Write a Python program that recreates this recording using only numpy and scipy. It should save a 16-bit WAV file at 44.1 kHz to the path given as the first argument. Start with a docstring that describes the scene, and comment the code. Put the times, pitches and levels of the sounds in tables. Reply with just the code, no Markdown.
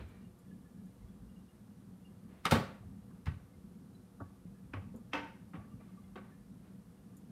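"""A quiet home kitchen: filtered noise makes a simmering pot's low lumpy drone, house rumble and room tone.
At the start metal rings faintly as wavering sines; soft footfalls, heard as damped sines, thump the floor.
Bubbles ping the pot wall as decaying sine pairs, among faint rubbing strokes and tiny noise ticks.
From about 2.5 s a drawer or cupboard clacks, slams and is knocked: spiky rattles excite wood and metal.
A small hard-walled room answers knocks, thuds and the listed pings with a decaying noise echo."""
import sys
import numpy as np
from scipy import signal
from scipy.fft import rfft, irfft, next_fast_len
from scipy.io import wavfile
from scipy.ndimage import uniform_filter1d, map_coordinates

SR = 44100
rng = np.random.default_rng(int(sys.argv[2]) if len(sys.argv) > 2 else 0)


def transcribe(u):
    """Save the signal u as a 16-bit wav file named by the first command-line argument.

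    u: samples, shape (n,) or (channels, n), limited to [-1, 1]; the rate is SR.
    q: integer samples, one column per channel.
    """
    v = np.clip(np.atleast_2d(u).T, -1, 1)
    q = np.round(v * 32767).astype(np.int16)
    wavfile.write(sys.argv[1], SR, q)


N = 322371

# Metal still ringing at the start: pitch_hz, level_db, t60_s
LINGERING_MODES = [(1190, -70, .5), (1500, -73, .8), (1880, -74, 1.5), (2370, -72.5, 2), (4010, -71.5, .5)]
# Slow level changes of the steady sources: time_s, simmer_level_db, house_rumble_level_db
STEADY_LEVELS = [(0.0, -52, -63), (0.41, -56.5, -60), (0.81, -52, -63), (1.16, -55.5, -56),
                 (1.46, -56, -63.5), (1.73, -55, -64.5), (2.38, -56, -61), (2.69, -55, -61),
                 (2.87, -53.5, -54.5), (4.07, -55.5, -64), (4.95, -54.5, -54.5), (5.23, -54.5, -59.5),
                 (5.9, -52.5, -62), (6.4, -54.5, -59), (6.84, -55, -61.5), (7.31, -52, -67)]
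# Relative spectrum of the building's rumble: frequency_hz, density_db_per_hz
RUMBLE_SPECTRUM = [(13, -55), (22, -38), (27, -34), (29, -38), (35, -60), (45, 11.5), (130, 2.5),
                   (170, -73), (290, -120)]
# Relative spectrum of room tone and microphone hiss: frequency_hz, density_db_per_hz
AIR_SPECTRUM = [(180, -43), (300, -4.5), (326, -15), (360, 2), (405, -18), (478, -2), (565, -14),
                (614, -11.5), (946, -16), (1150, -16), (2320, -26.5), (7320, -30.5), (9240, -27),
                (14200, -31.5), (16000, -47)]
# Relative spectrum of the simmering pot: frequency_hz, density_db_per_hz
SIMMER_SPECTRUM = [(65, -24.5), (110, -10), (140, -14), (161, -9.5), (188, -1.5), (232, -12.5),
                   (268, -14.5), (323, -27.5), (361, -32), (420, -26.5), (550, -61), (920, -120)]
# Modes of the pot wall: pitch_hz, relative_level_db (the level serves the small pings only)
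POT_MODES = [(1170, 10), (1720, 5), (2110, 0), (2385, -1), (2840, 0), (3380, -3), (4000, -5)]
# Loudest pings of the pot wall: start_s, level_db, mode_index (from 0)
PINGS = [(.245, -68.5, 4), (.46, -71, 1), (.51, -63, 1), (.57, -73, 1), (.649, -66, 1), (.862, -72, 1),
         (1.02, -72, 2), (1.083, -73, 5), (1.285, -71, 4), (1.36, -66, 4), (1.485, -69, 4),
         (2.047, -60.5, 4), (3.533, -69, 2), (3.947, -65.5, 6), (4.25, -70, 1), (4.545, -69, 1),
         (4.585, -70, 1), (5.62, -61, 0), (5.708, -71, 4), (5.715, -61, 0), (5.797, -70, 3),
         (5.798, -62, 0), (5.885, -65, 0), (5.912, -71, 2), (5.972, -57, 0), (6.03, -71, 4),
         (6.033, -71, 5), (6.037, -70, 2), (6.314, -61, 1)]
# Low thuds through furniture and floor: start_s, level_db, pitch_hz, t60_s
THUDS = [(0, -38, 66, 0.37), (0.036, -37, 86, 0.14), (1.002, -40, 51.4, 0.29), (1.041, -36, 65, 0.1),
         (1.2, -45, 54.6, 0.53), (2.456, -28, 179, 0.063), (2.519, -23.5, 227.2, 0.2),
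         (2.52, -17, 150.4, 0.12), (2.527, -17.5, 83.5, 0.089), (2.562, -28, 190.5, 0.11),
         (2.563, -24, 103.5, 0.1), (2.598, -30, 87, 0.062), (2.806, -37, 115, 0.067),
         (2.857, -40, 86, 0.19), (2.97, -53, 95.3, 0.078), (3.267, -25.5, 74, 0.11),
         (3.2799, -21, 84.5, 0.071), (3.282, -32.5, 140, 0.13), (3.3, -35.5, 123, 0.13),
         (3.355, -41.5, 99, .12), (4.214, -35.5, 100, 0.2), (4.453, -40.5, 180, 0.15),
         (4.741, -37.5, 101.6, 0.34), (4.77, -34.5, 92.3, 0.23), (4.95, -37, 231.4, 0.079),
         (5.138, -36, 290.5, 0.31), (5.144, -40, 515, 0.12), (5.543, -39, 171, 0.2), (5.58, -35.5, 96, 0.1),
         (5.741, -37.5, 108, 0.075), (6.157, -46, 379, 0.12)]
# Rubbing strokes, at full level from start_s: start_s, held_s, level_db
STROKES = [(0, 0.012, -56), (.1, 0.12, -71), (2.3, 0.1, -67.5), (5.26, 0.024, -66), (5.82, 0.11, -72.5),
           (6.65, 0.027, -71)]
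# Relative spectrum of rubbing: frequency_hz, density_db_per_hz
RUBBING_SPECTRUM = [(180, -37), (300, 3), (500, -4), (900, -8), (2400, -13), (4000, -22.5), (9000, -47),
                    (14000, -83)]
# Tiny bright ticks: start_s, level_db (rms before decay)
TICKS = [(0.087, -73), (.388, -70.5), (0.857, -74), (4.96, -65.5), (7.168, -63)]
# Relative spectrum of a tick: frequency_hz, density_db_per_hz
TICK_SPECTRUM = [(5000, -48), (7000, -7), (8200, -18), (9600, -12), (11500, -18), (13500, -12),
                 (15500, -49)]
# Hard contacts: start_s, level_db, wood_db (re dense body), ring_db (re direct rattle), room_db (re rattle),
# steel_db (utensil modes re body), ring_hz, rattle_t60_s, edge_hz (hardness as top of the metal edge)
KNOCKS = [(2.4528, -26.5, -1, 4, -7.5, -2, 1276, 0.04, 12900),
          (2.461, -28, -11, -11, -15, -6, 1970, 0.065, 7000),
          (2.5094, -27.5, -28, -3.5, -4.5, -16, 1376, 0.084, 14200),
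          (2.5185, -34.5, 11.5, 7.5, -7, -5, 542, 0.13, 15100),
          (2.5215, -36, -13, 0, -10, 0, 2090, 0.068, 9000), (2.533, -50, 10, -4, 1, -3, 3050, 0.055, 7950),
          (2.5523, -43, 17, 6, -13, 3, 1820, 0.054, 9500), (2.566, -38, 10.5, 2, -10, 1, 710, 0.042, 5000),
          (2.594, -47, 6, 3, -7, -5, 530, 0.076, 4000), (3.107, -61, -10, 2, -6, 3, 1070, 0.053, 2340),
          (3.257, -53.5, -7, -5, -2, -12, 2050, 0.067, 13600),
          (3.265, -43, 0, -6, -10, -1, 1065, 0.1, 5300), (4.2017, -51, 17, 5, -13.5, 6, 1170, 0.062, 1950),
          (4.7342, -42.5, 7, -5, -7, -4, 2550, 0.043, 5400),
          (4.739, -47, -4.5, 0.5, -14, -5, 1115, 0.086, 4400),
          (4.765, -50.5, 8, 0, -11, 6, 1100, 0.044, 3900), (4.941, -62, 1, 12.5, -10, -8, 507, 0.17, 1750),
          (5.123, -57, -5, -3, -4, -6, 2530, 0.051, 4000),
          (5.1321, -27.5, -23, -9, -6, -3, 3180, 0.054, 5530),
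          (5.141, -42.5, -17, -0.5, -13, -8, 908, 0.43, 5600),
          (5.139, -47.5, 7.5, 4.5, -8.5, 5, 523, 0.22, 3060),
          (5.152, -40, -5, 3.5, -19, -2, 2620, 0.066, 5500), (5.176, -48, -1, -6, -4, 2, 2120, 0.052, 6000),
          (5.2509, -65, -6, 4, -12, -1, 908, 0.54, 5070),
          (5.534, -59.5, 13.5, 4, -2, -20, 1270, 0.095, 5100),
          (5.551, -62, 13, -7, -7.5, -11, 2150, 0.096, 6000),
          (5.801, -76, 15, 12, -11, -5, 650, 0.16, 3800),
          (6.1566, -55.5, 13.5, 7, -6, 2, 1180, 0.071, 7800),
          (6.176, -58, 9, 7.5, -8, -11, 1525, 0.069, 4930), (6.243, -68, 7, 6, 0, -5, 1110, 0.076, 3500)]
# Modes of the drawer panels: pitch_hz, width_hz, level_db
PANEL_MODES = [(266, 60, 7), (429, 122, 2.5), (556, 75, 2.5), (700, 82, 2.5), (903, 57, -4),
               (1130, 29, 5.5), (1270, 850, -7.5)]
# Modes of the utensils before scatter and damping: pitch_hz, width_hz, level_db
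UTENSIL_MODES = [(1524, 14, 9), (1900, 20, 6), (2116, 30, 8), (2300, 30, 3), (2660, 30, 6), (2880, 30, 5),
                 (3100, 30, 3), (3750, 70, 4), (4210, 90, -3), (4990, 110, 2), (5800, 150, 0),
                 (8400, 700, 5), (10680, 250, 1), (11940, 300, -4)]
# Decay of the kitchen's echo: frequency_hz, t60_s
KITCHEN_DECAY = [(80, 0.35), (300, 0.43), (1500, 0.48), (5000, 0.4), (9000, 0.35), (14000, 0.34)]

TOP_HZ = 15750  # band limit
SWELL_S, DAMPED_S = .05, .2  # time constant of the lingering ring's rise; time its damping starts
AIR_DB = -68.5
PING_T60_S, PING_ROOM_DB = 0.12, -12
SLIDE_RISE_DB_PER_S, SLIDE_FALL_DB_PER_S = 359, 167
HARDEST_HZ, BODY_TOP_HZ, BODY_KNEE_HZ = 14000, 4070, 5340  # a softer contact also dulls the body
EDGE_DB, EDGE_DB_PER_OCTAVE = -6.5, 5  # edge at HARDEST_HZ; loss for each octave softer
HARD_ATTACK_S = 0.00079  # rise time constant at HARDEST_HZ, longer when softer
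RING_LIFE, RING_ROOM_DB = 0.48, -10.5  # ring t60 over rattle t60; the room's answer to the ring
LEAD_DB, LEAD_DB_PER_S = -23.5, 1500  # a faint scrape swells into each contact
BODY_BOTTOM = 0.28  # low edge of the body over the ring pitch
GRIP = 0.89  # loose pieces damp each other: added mode width times rattle t60
SPILL_DB = -19  # faint treble that even a soft contact keeps
PATCH_DB = 2  # depth of the uneven patches in the room's answer


def amp(db):
    """Decibel law: gain of a level in dB."""
    return 10 ** (np.asarray(db) / 20)


def unit(x):
    """Power normalization: x at rms 1."""
    return x / np.sqrt(np.mean(x ** 2) + 1e-20)


def along(points, hz):
    """Interpolation of (Hz, value) points on a logarithmic frequency axis."""
    f, v = np.transpose(points)
    return np.interp(np.log(hz + 1), np.log(f + 1), v)


def curve(rows, axis=1):
    """Linear interpolation of a level column at each sample; -120 dB outside the rows."""
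    rows = np.asarray(rows)
    return np.interp(np.arange(N) / SR, rows[:, 0], rows[:, axis], left=-120, right=-120)


def wobble(rate):
    """Random modulation: a smooth curve through rate knots a second, at most 60."""
    knots = rng.standard_normal(int(N * 60 / SR) + 4)
    return map_coordinates(knots, [np.arange(N) * min(rate, 60) / SR])


def filtered(x, response):
    """Linear filtering: the spectrum of x times a complex response of frequency."""
    m = next_fast_len(x.shape[-1] + SR // 2)
    return irfft(rfft(x, m) * response(np.fft.rfftfreq(m, 1 / SR)), m)[..., :x.shape[-1]]


def noise(spectrum, size=N):
    """Spectral shaping: white noise given a colour and rms 1."""
    return unit(filtered(rng.standard_normal(size), lambda hz: amp(along(spectrum, hz))))


def resonances(modes):
    """Modal superposition: causal response of (Hz, width, dB) modes with alternating signs."""
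    def response(f):
        total = 0
        for k, (center, width, db) in enumerate(modes):
            damping = 1j * f * width
            total = total + (-1) ** k * amp(db) * damping / (center * center - f * f + damping)
        return total
    return response


def below(top_hz):
    """Low-pass law of contact: a causal steep filter, since a softer contact has less treble."""
    return lambda f: signal.freqs(*signal.butter(7, 1, analog=True), f / top_hz)[1]


def above(f, hz):
    """Second-order causal high-pass response."""
    return (1j * f / (1j * f + hz)) ** 2


def even(response):
    """Power normalization of a sampled response over frequency."""
    return response / np.sqrt(np.mean(np.abs(response) ** 2))


def add(track, s, x):
    """Superposition: mix x into track from s seconds on."""
    part = track[round(s * SR):][:len(x)]
    part += x[:len(part)]


def echo():
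    """Reverberation: a fresh noise tail of energy 1, each frequency dying at its own speed."""
    hz, t, z = signal.stft(rng.standard_normal(SR // 2), SR, nperseg=256)
    patches = uniform_filter1d(rng.standard_normal(z.shape), size=3, axis=0)
    patches = unit(uniform_filter1d(patches, size=6, axis=1))
    decay_db = -60 * t / along(KITCHEN_DECAY, hz)[:, None]
    tail = signal.istft(z * amp(PATCH_DB * patches + decay_db), SR, nperseg=256)[1][:SR // 2]
    # The walls answer one after another, so the tail builds up.
    tail = tail * (1 - np.exp(-(np.arange(SR // 2) / SR / 0.012) ** 2))
    return tail / np.linalg.norm(tail)


def linger():
    """Free modal decay: metal rings faintly, each mode wavering, until it is damped."""
    t = np.arange(N) / SR
    free = amp(-180 * np.maximum(t - DAMPED_S, 0)) * (1 - np.exp(-t / SWELL_S))
    out = np.zeros(N)
    for hz, db, t60 in LINGERING_MODES:
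        level_db = db - 60 * t / t60 + 4.5 * wobble(25)
        phase = 2 * np.pi * hz * t + 1.6 * wobble(50)  # phase wander in radians
        out += amp(level_db) * np.sin(phase)
    return free * out


def house():
    """Stationary background noise: modulated low rumble of the building and nearly steady room tone."""
    rumble = amp(curve(STEADY_LEVELS, axis=2) + 0.55 * wobble(5.4)) * noise(RUMBLE_SPECTRUM)
    return rumble + amp(AIR_DB + 0.085 * wobble(4.5)) * noise(AIR_SPECTRUM)


def wall_ping(hz, t60):
    """Beating of a split wall mode: two close sines decay together after a soft rise."""
    t = np.arange(SR // 2) / SR
    twin_hz = hz * rng.normal(1, .02)
    pair = np.sin(2 * np.pi * hz * t) + .4 * np.sin(2 * np.pi * twin_hz * t)
    return pair * amp(-60 * t / t60) * (1 - np.exp(-t / .006))


def pot():
    """Bubble excitation: collapsing bubbles pulse the pot's low drone and tap its wall modes."""
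    drone_db = curve(STEADY_LEVELS) + 1.8 * wobble(12) + .8 * wobble(4)
    out = amp(drone_db) * noise(SIMMER_SPECTRUM)
    for s, db, mode in PINGS:
        tap = amp(db) * wall_ping(POT_MODES[mode][0] * rng.normal(1, .006), PING_T60_S)
        add(out, s, tap + amp(PING_ROOM_DB) * signal.fftconvolve(tap, echo())[:len(tap)])
    # Many fainter pings fall at random times, without echo.
    for when, which, size, detune in rng.random((300, 4)):
        hz, db = POT_MODES[int(which * len(POT_MODES))]
        add(out, when * N / SR, amp(db - 84 + 6 * size) * wall_ping(hz * (.985 + .03 * detune), .1))
    return out


def thuds():
    """Damped oscillation: a soft heavy contact swings low, with a faster-dying partner above it."""
    out, t = np.zeros(N), np.arange(SR // 3) / SR
    for s, db, hz, t60 in THUDS:
        partner = 0.24 * np.sin(2 * np.pi * 1.673 * hz * t) * amp(-30 * t / t60)
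        swing = np.sin(2 * np.pi * hz * t) + partner
        onset = 1 - np.exp(-(t * hz / 0.2) ** 2)  # sets in over a fraction of a cycle
        direct = amp(db - 60 * t / t60) * onset * swing
        add(out, s, direct)
        add(out, s, amp(-10.0) * signal.fftconvolve(direct, echo()))
    return out


def slides():
    """Friction noise: wood and metal rub grainily in strokes that swell, hold and die away."""
    t = np.arange(N) / SR
    strokes = np.zeros(N)
    for s, held, db in STROKES:
        rise_db = SLIDE_RISE_DB_PER_S * np.minimum(t - s, 0)
        fall_db = SLIDE_FALL_DB_PER_S * np.maximum(t - s - held, 0)
        strokes += amp(db + rise_db - fall_db)
    return strokes * amp(0.89 * wobble(55)) * noise(RUBBING_SPECTRUM)


def ticks():
    """Impulsive noise: tiny bright clicks decay exponentially."""
    out, t = np.zeros(N), np.arange(SR // 20) / SR
    for s, db in TICKS:
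        add(out, s, amp(db - 60 * t / 0.077) * noise(TICK_SPECTRUM, size=len(t)))
    return out


def struck_body(wood_db, steel_db, ring_hz, t60, edge_hz):
    """Source-filter principle: response of dense body, wood panels and metal edge to a contact."""
    top_hz = BODY_TOP_HZ * np.tanh(edge_hz / BODY_KNEE_HZ)
    edge_db = EDGE_DB + EDGE_DB_PER_OCTAVE * np.log2(edge_hz / HARDEST_HZ)
    # Other pieces are struck each time, so pitches and levels scatter.
    steel = [resonances([(hz * rng.normal(1, .004), width + GRIP / t60, level + rng.normal(0, 2.5))])
             for hz, width, level in UTENSIL_MODES]

    def response(f):
        metal = 1 + amp(steel_db) * sum(mode(f) for mode in steel)
        dull = below(top_hz)(f)
        dense = above(f, BODY_BOTTOM * ring_hz) / (1j * f + 1800) * metal * dull
        wood = resonances(PANEL_MODES)(f) * dull
        edge = above(f, 1250) / (1j * f + 5000) * metal * (below(edge_hz)(f) + amp(SPILL_DB))
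        return even(dense) + amp(wood_db) * even(wood) + amp(edge_db) * even(edge)
    return response


def struck_ring(ring_hz, t60):
    """Damped oscillation: the struck spot's own clack, with the room's answer, at energy 1."""
    t = np.arange(SR // 2) / SR
    # Phase wander in radians: the piece keeps touching its neighbours.
    chatter = .04 * np.cumsum(rng.standard_normal(len(t)))
    ring = np.sin(2 * np.pi * ring_hz * t + chatter)
    ring = ring * amp(-60 * t / t60 / RING_LIFE) * (1 - np.exp(-t / 0.0018))
    ring = ring + amp(RING_ROOM_DB) * signal.fftconvolve(ring, echo())[:len(t)]
    return ring / np.linalg.norm(ring)


def knocks():
    """Impact excitation: a short spiky rattle rings the panels, the struck spot and the metal."""
    out, t = np.zeros(N), np.arange(SR // 2) / SR
    knots = t[::SR // 110]
    before = t[:SR // 40][::-1]  # seconds left until contact
    for s, db, wood_db, ring_db, room_db, steel_db, ring_hz, t60, edge_hz in KNOCKS:
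        attack_s = HARD_ATTACK_S * HARDEST_HZ / edge_hz
        fade = amp(-60 * t / t60) * (1 - np.exp(-t / attack_s))
        spikes = rng.standard_normal(len(t)) * amp(5.0 * rng.standard_normal(len(t)))
        rattle = spikes * fade
        # Loose contents settle unevenly.
        jostle = amp(0.84 * np.interp(t, knots, rng.standard_normal(len(knots))))
        blow = rattle / np.linalg.norm(rattle) + amp(room_db) * echo() * jostle
        body = struck_body(wood_db, steel_db, ring_hz, t60, edge_hz)
        clack = filtered(blow, body) + amp(ring_db) * struck_ring(ring_hz, t60)
        add(out, s, amp(db) * np.linalg.norm(fade) * clack)
        scrape = amp(db + LEAD_DB - LEAD_DB_PER_S * before) * rng.standard_normal(len(before))
        add(out, s - before[0], filtered(scrape, body))
    return out


def scene():
    """Superposition: all sources sum at one microphone."""
    return (linger() + house() + pot() + thuds() + slides() + ticks() + knocks())[None]


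def record(dry):
    """Band limiting: the microphone rolls off the deepest bass; nothing is kept above TOP_HZ."""
    bass_cut = lambda hz: (1j * hz / (1j * hz + 42)) ** 3
    return filtered(dry, lambda hz: bass_cut(hz) * (hz < TOP_HZ))


dry = scene()
out = record(dry)
transcribe(out)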